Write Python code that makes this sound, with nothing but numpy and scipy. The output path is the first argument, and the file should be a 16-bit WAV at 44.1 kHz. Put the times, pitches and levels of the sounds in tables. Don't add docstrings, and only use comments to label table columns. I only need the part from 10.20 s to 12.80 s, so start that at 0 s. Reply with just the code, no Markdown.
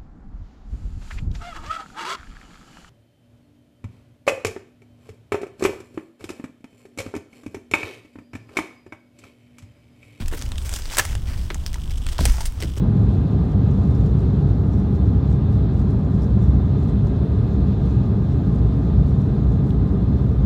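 import sys
import numpy as np
from scipy import signal
from scipy.fft import rfft, irfft
from scipy.io import wavfile
from scipy.ndimage import uniform_filter1d

SR = 44100
rng = np.random.default_rng(int(sys.argv[2]) if len(sys.argv) > 2 else 0)


def gain_from_db(level_db):
    decades = np.asarray(level_db, float) / 20
    return 10 ** decades


def transcribe(u):
    v = np.clip(np.atleast_2d(u).T, -1, 1)
    q = np.round(v * 32767).astype(np.int16)
    wavfile.write(sys.argv[1], SR, q)


N = 114660

# [Hz, sheet]
SHARP_SNAPS = [(0.0595, -29, -27, 3780), (0.0818, -19.5, -15, 7700), (0.192, -23.5, -39, 5840),
               (0.2142, -26, -8, 3690), (0.2228, -18.5, -10, 6100), (0.2624, -28.5, -21, 3000),
               (0.3186, -22, -10, 3540), (0.3574, -28.5, -10.5, 3000), (0.3815, -21, -19, 3280),
               (0.449, -33, -18, 8600), (0.4613, -31, -25, 7960), (0.493, -19, -11.5, 8050),
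               (0.5275, -24, -5.5, 7700), (0.5387, -12, -15.5, 7540), (0.562, -19, -48, 6600),
               (0.7475, -18, -21, 4500), (0.7703, -11, -8, 7900), (0.7965, -3.5, -11.5, 6150),
               (0.852, -14.5, -6.5, 5800), (0.9303, -43.5, 12, 6000), (0.9521, -20, -7, 7050),
               (1.345, -17.5, -12.5, 7000), (1.4633, -14, -18, 4560), (1.5427, -21, -11, 5960),
               (1.866, -19, -10, 3300), (1.9823, -17, -11, 2930), (2.054, -2.5, -13.5, 7400),
               (2.2556, -15.5, -18, 8800), (2.4236, -19, -19, 4500), (0.0237, -41, -22, 3240),
               (.417, -33, -7, 4000), (0.621, -25.5, -16, 4650), (0.656, -22.5, -12, 4800),
               (0.6996, -22, -18, 2900), (0.7122, -23.5, -9, 4900), (0.7272, -23, -10, 3000),
               (0.7794, -15, -11.5, 7000), (0.7844, -1.5, -20, 7900), (.7885, -9, -30.5, 6540),
               (0.7944, -14, -7.5, 6000), (1.3031, -29, -7, 3970), (2.008, -21, -10, 4500),
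               (2.2054, -32, -16, 4850), (2.4038, -27, -15, 5300), (2.4175, -25, -9, 3360),
               (2.4343, -23, -15, 4470), (1.8882, -23, -6, 3500), (1.9214, -35, -9, 4570)]


def snaps():
    out, t = np.zeros(N), np.arange(3000) / SR
    crack_s, tail_s, tail_db = .0007, .005, -9.5
    air_per_db = .35
    for start_s, level_db, body_db, pitch_hz in SHARP_SNAPS:
        ragged = gain_from_db(1.0 * np.repeat(rng.standard_normal(100), 30))
        crack = np.exp(-t / crack_s)
        tail = gain_from_db(tail_db) * ragged * np.exp(-t / tail_s)
        burst = rng.standard_normal(len(t)) * (crack + tail)
        top = sheet(burst, pitch_hz, air_per_db * level_db)
        low = body(burst)
        snap = top / abs(top).max() + gain_from_db(body_db + 3.5) * low / abs(low).max()
        add(out, start_s, gain_from_db(level_db) * snap)
    return out


# start_s [s], length_s [s], sheet_db [dB], pitch_hz [Hz, sheet], body_db [dB]
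TAPE_STROKES = [(0, 0.027, -44.5, 3920, -44.5), (0.111, 0.036, -45, 7100, -42),
                (0.165, 0.087, -47.5, 5660, -52), (0.375, 0.056, -49, 7800, -89),
                (0.445, 0.16, -42.5, 6400, -47), (0.525, 0.037, -40, 7000, -59),
                (0.63, 0.062, -48, 5000, -53.5), (0.701, 0.0078, -42, 3800, -59),
                (0.712, 0.082, -36.5, 5950, -40), (0.794, 0.12, -42, 6000, -44),
                (1.054, 0.09, -44.5, 5000, -44), (1.168, 0.094, -51.5, 5000, -59),
                (1.302, 0.0066, -62, 4100, -30), (1.704, 0.013, -42, 5000, -45),
                (1.873, 0.062, -46.5, 6100, -52), (1.985, 0.02, -39, 4000, -49),
                (2.001, 0.059, -37, 5000, -44), (2.066, 0.035, -36.5, 6200, -39.5),
                (2.106, 0.13, -41, 5850, -46.5), (2.206, 0.012, -39, 5000, -60),
                (2.402, 0.012, -41.5, 5400, -49), (2.42, 0.029, -43, 5000, -53),
                (2.564, 0.019, -43.5, 6050, -45.5),
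                (1.772, .012, -45, 6700, -58), (1.886, .010, -45, 4600, -52), (1.921, .012, -43, 4600, -50),
                (1.465, .018, -44, 4800, -54), (2.255, .009, -35, 8800, -54), (.586, .006, -49, 12500, -62),
                (.144, .012, -47, 13000, -62), (.165, .02, -49, 13000, -55), (.251, .005, -50, 13000, -62),
                (2.055, .009, -28, 7500, -40), (1.305, .02, -47, 4500, -46), (.450, .02, -48, 13000, -60),
                (2.265, .012, -43, 9000, -60), (.120, .02, -49, 13500, -62), (.7805, .019, -24, 7100, -21)]


def strokes():
    out, t = np.zeros(N), np.arange(N) / SR
    grains_per_s, grain_s, spread_db = 5000, .0005, 3.5
    attack_share, release_share = .1, .3
    sizes = gain_from_db(spread_db * np.minimum(rng.exponential(size=N), 3))
    grains = (rng.random(N) < grains_per_s / SR) * sizes
    smear = signal.lfilter([1], [1, -np.exp(-1 / (grain_s * SR))], grains)
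    crackle = smear * rng.standard_normal(N) * gain_from_db(1.6 * walk(70))
    for start_s, length_s, sheet_db, pitch_hz, body_db in TAPE_STROKES:
        i = int(max(start_s, 0) * SR)
        x = crackle[i:i + int((length_s * 2 + .01) * SR)]
        u = t[:len(x)] / length_s
        attack = np.minimum(u / attack_share, 1)
        release = np.exp(-np.maximum(u - 1, 0) / release_share)
        colour = gain_from_db(sheet_db) * sheet(x, pitch_hz) + gain_from_db(body_db) * body(x)
        add(out, start_s, attack * release * colour)
    return out


# centre_hz [Hz], width_hz [Hz], level_db [dB]
TAPE_MODES = [(3300, 1900, 0), (5000, 2000, -2), (8200, 2400, -3)]


def sheet(x, hz, extra_air_db=0):
    f = np.arange(1, len(x) // 2 + 2) * SR / len(x)
    sheet_q, modes_db, air_db = 1.83, -1, -4
    air_from_hz, air_top_hz = 5000, 12000

    def peak(centre, width):
        return 1 / (1 + ((f - centre ** 2 / f) / width) ** 2)

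    modes = np.sqrt(sum((gain_from_db(db) * peak(c, w)) ** 2 for c, w, db in TAPE_MODES))
    air = 1 / np.sqrt((1 + (air_from_hz / f) ** 4) * (1 + (f / air_top_hz) ** 2))
    power = unit(peak(hz, hz / sheet_q)) ** 2
    power = power + (gain_from_db(modes_db) * unit(modes)) ** 2
    power = power + (gain_from_db(air_db + extra_air_db) * unit(air)) ** 2
    return unit(irfft(rfft(x) * np.sqrt(power), len(x)))


def body(x):
    wall = resonate_twice(x, 1656, 1640)
    hollow = resonate_twice(x, 714, 2130)
    return unit(unit(wall) + gain_from_db(6.5 - 1.0) * unit(hollow))


# [s, ring]
PACK_KNOCKS = [(0.021, -25, 890, 0.018), (0.124, -18.5, 287, 0.093), (.134, -23.5, 449, 0.09),
               (0.135, -19, 1980, 0.017), (.22, -42, 750, 0.014), (0.707, -35, 500, 0.033),
               (.678, -27.5, 470, 0.031), (.783, -17.5, 784, 0.057), (0.7956, -6.5, 1710, 0.04),
               (1.304, -20.5, 950, 0.015), (1.308, -27.5, 324, 0.12), (1.355, -26.5, 925, 0.019),
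               (1.557, -22.5, 930, 0.015), (1.583, -26, 1360, 0.011), (1.991, -12.5, 626, 0.02),
               (1.99, -13.5, 973, 0.018), (2.009, -20, 630, 0.031), (2.009, -19, 272, 0.11),
               (2.056, -21.5, 504, 0.075), (2.14, -31.5, 880, 0.12), (2.181, -22.5, 846, 0.053),
               (2.206, -22, 894, 0.056), (2.229, -34.5, 922, 0.12), (2.405, -30, 596, 0.024),
               (2.423, -21.5, 410, 0.069), (2.424, -21, 2006, 0.033), (2.433, -22, 327, 0.12),
               (2.434, -32, 2050, 0.055), (.738, -22, 900, 0.019), (.708, -23, 940, 0.014),
               (2.572, -20, 400, 0.033)]


def knocks():
    out, t = np.zeros(N), np.arange(6000) / SR
    grit_db, grit_q = -1, 3
    for start_s, level_db, pitch_hz, t60_s in PACK_KNOCKS:
        grit = unit(band(rng.standard_normal(len(t)), pitch_hz, pitch_hz / grit_q))
        ring = np.sin(2 * np.pi * pitch_hz * t) + gain_from_db(grit_db) * grit
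        onset = np.minimum(t * pitch_hz * 2, 1)
        decay = np.exp(-np.log(1000) * t / t60_s)
        add(out, start_s, gain_from_db(level_db - 8.0) * ring * onset * decay)
    return out


# centre_s [s], level_db [dB peak], pitch_hz [Hz]
BENCH_THUMPS = [
    (1.999, -17, 100),
    (2.011, -17, 130),
    (2.040, -10, 45),
    (2.072, -9, 65),
    (2.110, -6, 33),
    (2.30, -16, 25),
]


def thumps():
    out, t = np.zeros(N), np.arange(6000) / SR
    middle_s = t[-1] / 2
    for centre_s, level_db, pitch_hz in BENCH_THUMPS:
        u = (np.pi * pitch_hz * (t - middle_s)) ** 2
        add(out, centre_s - middle_s, gain_from_db(level_db) * (2 * u - 1) * np.exp(-u))
    return out


# [dB, tick peak]
TICK_LEVELS = [(0, -33), (.25, -45), (.45, -39.5), (1.0, -35), (1.3, -39.5), (1.65, -32), (1.9, -31.5),
               (2.0, -36), (2.25, -41), (2.42, -41), (2.46, -33.5), (2.6, -32.5)]
CYCLE_LAGS = [0, .004, .010, .016]
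CYCLE_ODDS = [.85, .6, .15, .12]


def buzz():
    mains_hz, first_tick_s, spread_db = 50, .0172, 6
    chance = rng.random((int(N / SR * mains_hz), len(CYCLE_ODDS), 2))
    times = first_tick_s + np.arange(len(chance))[:, None] / mains_hz + np.array(CYCLE_LAGS)
    level_db = np.interp(times, *np.array(TICK_LEVELS).T) - spread_db * chance[..., 1]
    sizes = (chance[..., 0] < np.array(CYCLE_ODDS)) * gain_from_db(level_db)
    pulses = np.zeros(N)
    np.add.at(pulses, np.minimum((times * SR).astype(int), N - 1), sizes)
    click = np.zeros(400)
    click[0] = 1
    tick = np.zeros(400)
    for hz, width_hz, db in ((3220, 1090, 0), (5000, 2000, -2.5), (7780, 2000, -5)):
        ring = resonate_twice(click, hz, width_hz)
        tick += gain_from_db(db) * ring / abs(ring).max()
    return signal.fftconvolve(pulses, tick)[:N]


# time_s [s], rumble_db [dB], tilt_db [dB per octave]
BENCH_LOAD = [(0.0, -1, 4.5), (0.079, -22.5, -7), (0.19, -31, 3), (0.27, -22, -1), (0.49, -26, -1.5),
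              (.72, -29, -2.5), (.95, -21.5, 0), (1.23, -23.5, -1), (1.33, -29.5, 1.5), (1.49, -22.5, -1),
              (1.54, -26.5, 0.5), (1.86, -21.5, 0), (1.97, -26.5, -7.5), (1.999, -24, 5.5),
              (2.11, -22.5, 2.5), (2.16, -25, 0), (2.29, -21.5, -5), (2.36, -22.5, -1.5),
              (2.45, -23.5, 3.5), (2.6, -23.5, -0.5)]
# centre_hz [Hz], width_hz [Hz], level_db [dB]
ROOM_RUMBLE = [(21.93, 11, -1.5), (53.1, 8.2, -2), (71.5, 25, -3), (96.1, 25.4, -9.5), (135, 84, -13),
               (229.6, 100, -20.5)]


def rumble():
    time_s, rumble_db, tilt_db = np.array(BENCH_LOAD).T
    t = np.arange(N) / SR
    load = np.minimum(np.interp(t, time_s, rumble_db), -21)
    tilt = np.interp(t, time_s, tilt_db)
    low = np.zeros(N)
    for hz, width_hz, db in ROOM_RUMBLE:
        swell = gain_from_db(db + tilt * np.log2(hz / 40) + 1.2 * walk(4.28))
        low += swell * unit(resonate_twice(rng.standard_normal(N), hz, width_hz))
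    return unit(low) * gain_from_db(load)


# pitch_hz [Hz], level_db [dB per Hz]
HISS_COLOUR = [(150, -5), (300, 1.5), (500, -4.5), (1000, -5.5), (2300, -14.5), (5000, -15), (9000, -20),
               (16000, -61)]


def hiss():
    room_db, flicker_db, mic_db = -49, 1.3, -56.5
    hz = np.maximum(np.arange(N // 2 + 1) * SR / N, 1)
    pitch_hz, level_db = np.array(HISS_COLOUR).T
    colour = gain_from_db(np.interp(np.log(hz), np.log(pitch_hz), level_db)) * (hz > 120)
    air = unit(irfft(rfft(rng.standard_normal(N)) * colour, N))
    return gain_from_db(room_db + flicker_db * walk(17)) * air + gain_from_db(mic_db) * rng.standard_normal(N)


def unit(x):
    return x / np.sqrt(np.mean(x ** 2) + 1e-18)


def band(x, hz, width_hz):
    return signal.lfilter(*signal.iirpeak(hz, hz / width_hz, fs=SR), x)


def resonate_twice(x, hz, width_hz):
    return band(band(x, hz, width_hz), hz, width_hz)


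def add(out, start_s, x):
    i = int(max(start_s, 0) * SR)
    out[i:i + len(x)] += x[:max(N - i, 0)]


def walk(rate):
    k = int(SR / rate)
    steps = np.repeat(rng.standard_normal(N // k + 1), k)
    return unit(uniform_filter1d(steps, k)[:N])


def scene():
    near = snaps() + strokes() + buzz()
    floor = knocks() + thumps() + rumble() + hiss()
    t = np.arange(int(.3 * SR)) / SR
    room_t60_s, wet_db = 0.21, -17
    tail = rng.standard_normal(len(t)) * np.exp(-np.log(1000) * t / room_t60_s)
    tail = tail * (t > .003)
    wet = signal.fftconvolve(near, tail / np.sqrt(np.sum(tail ** 2)))[:N]
    return (near + gain_from_db(wet_db) * wet + floor)[None]


def low_pass(x):
    return signal.sosfilt(signal.butter(12, 16830, fs=SR, output="sos"), x)


def record(dry):
    top_cut = signal.ellip(6, .2, 30, 15800, fs=SR, output="sos")
    mix = signal.sosfilt(top_cut, dry)
    return low_pass(mix)


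dry = scene()
out = record(dry)
transcribe(out)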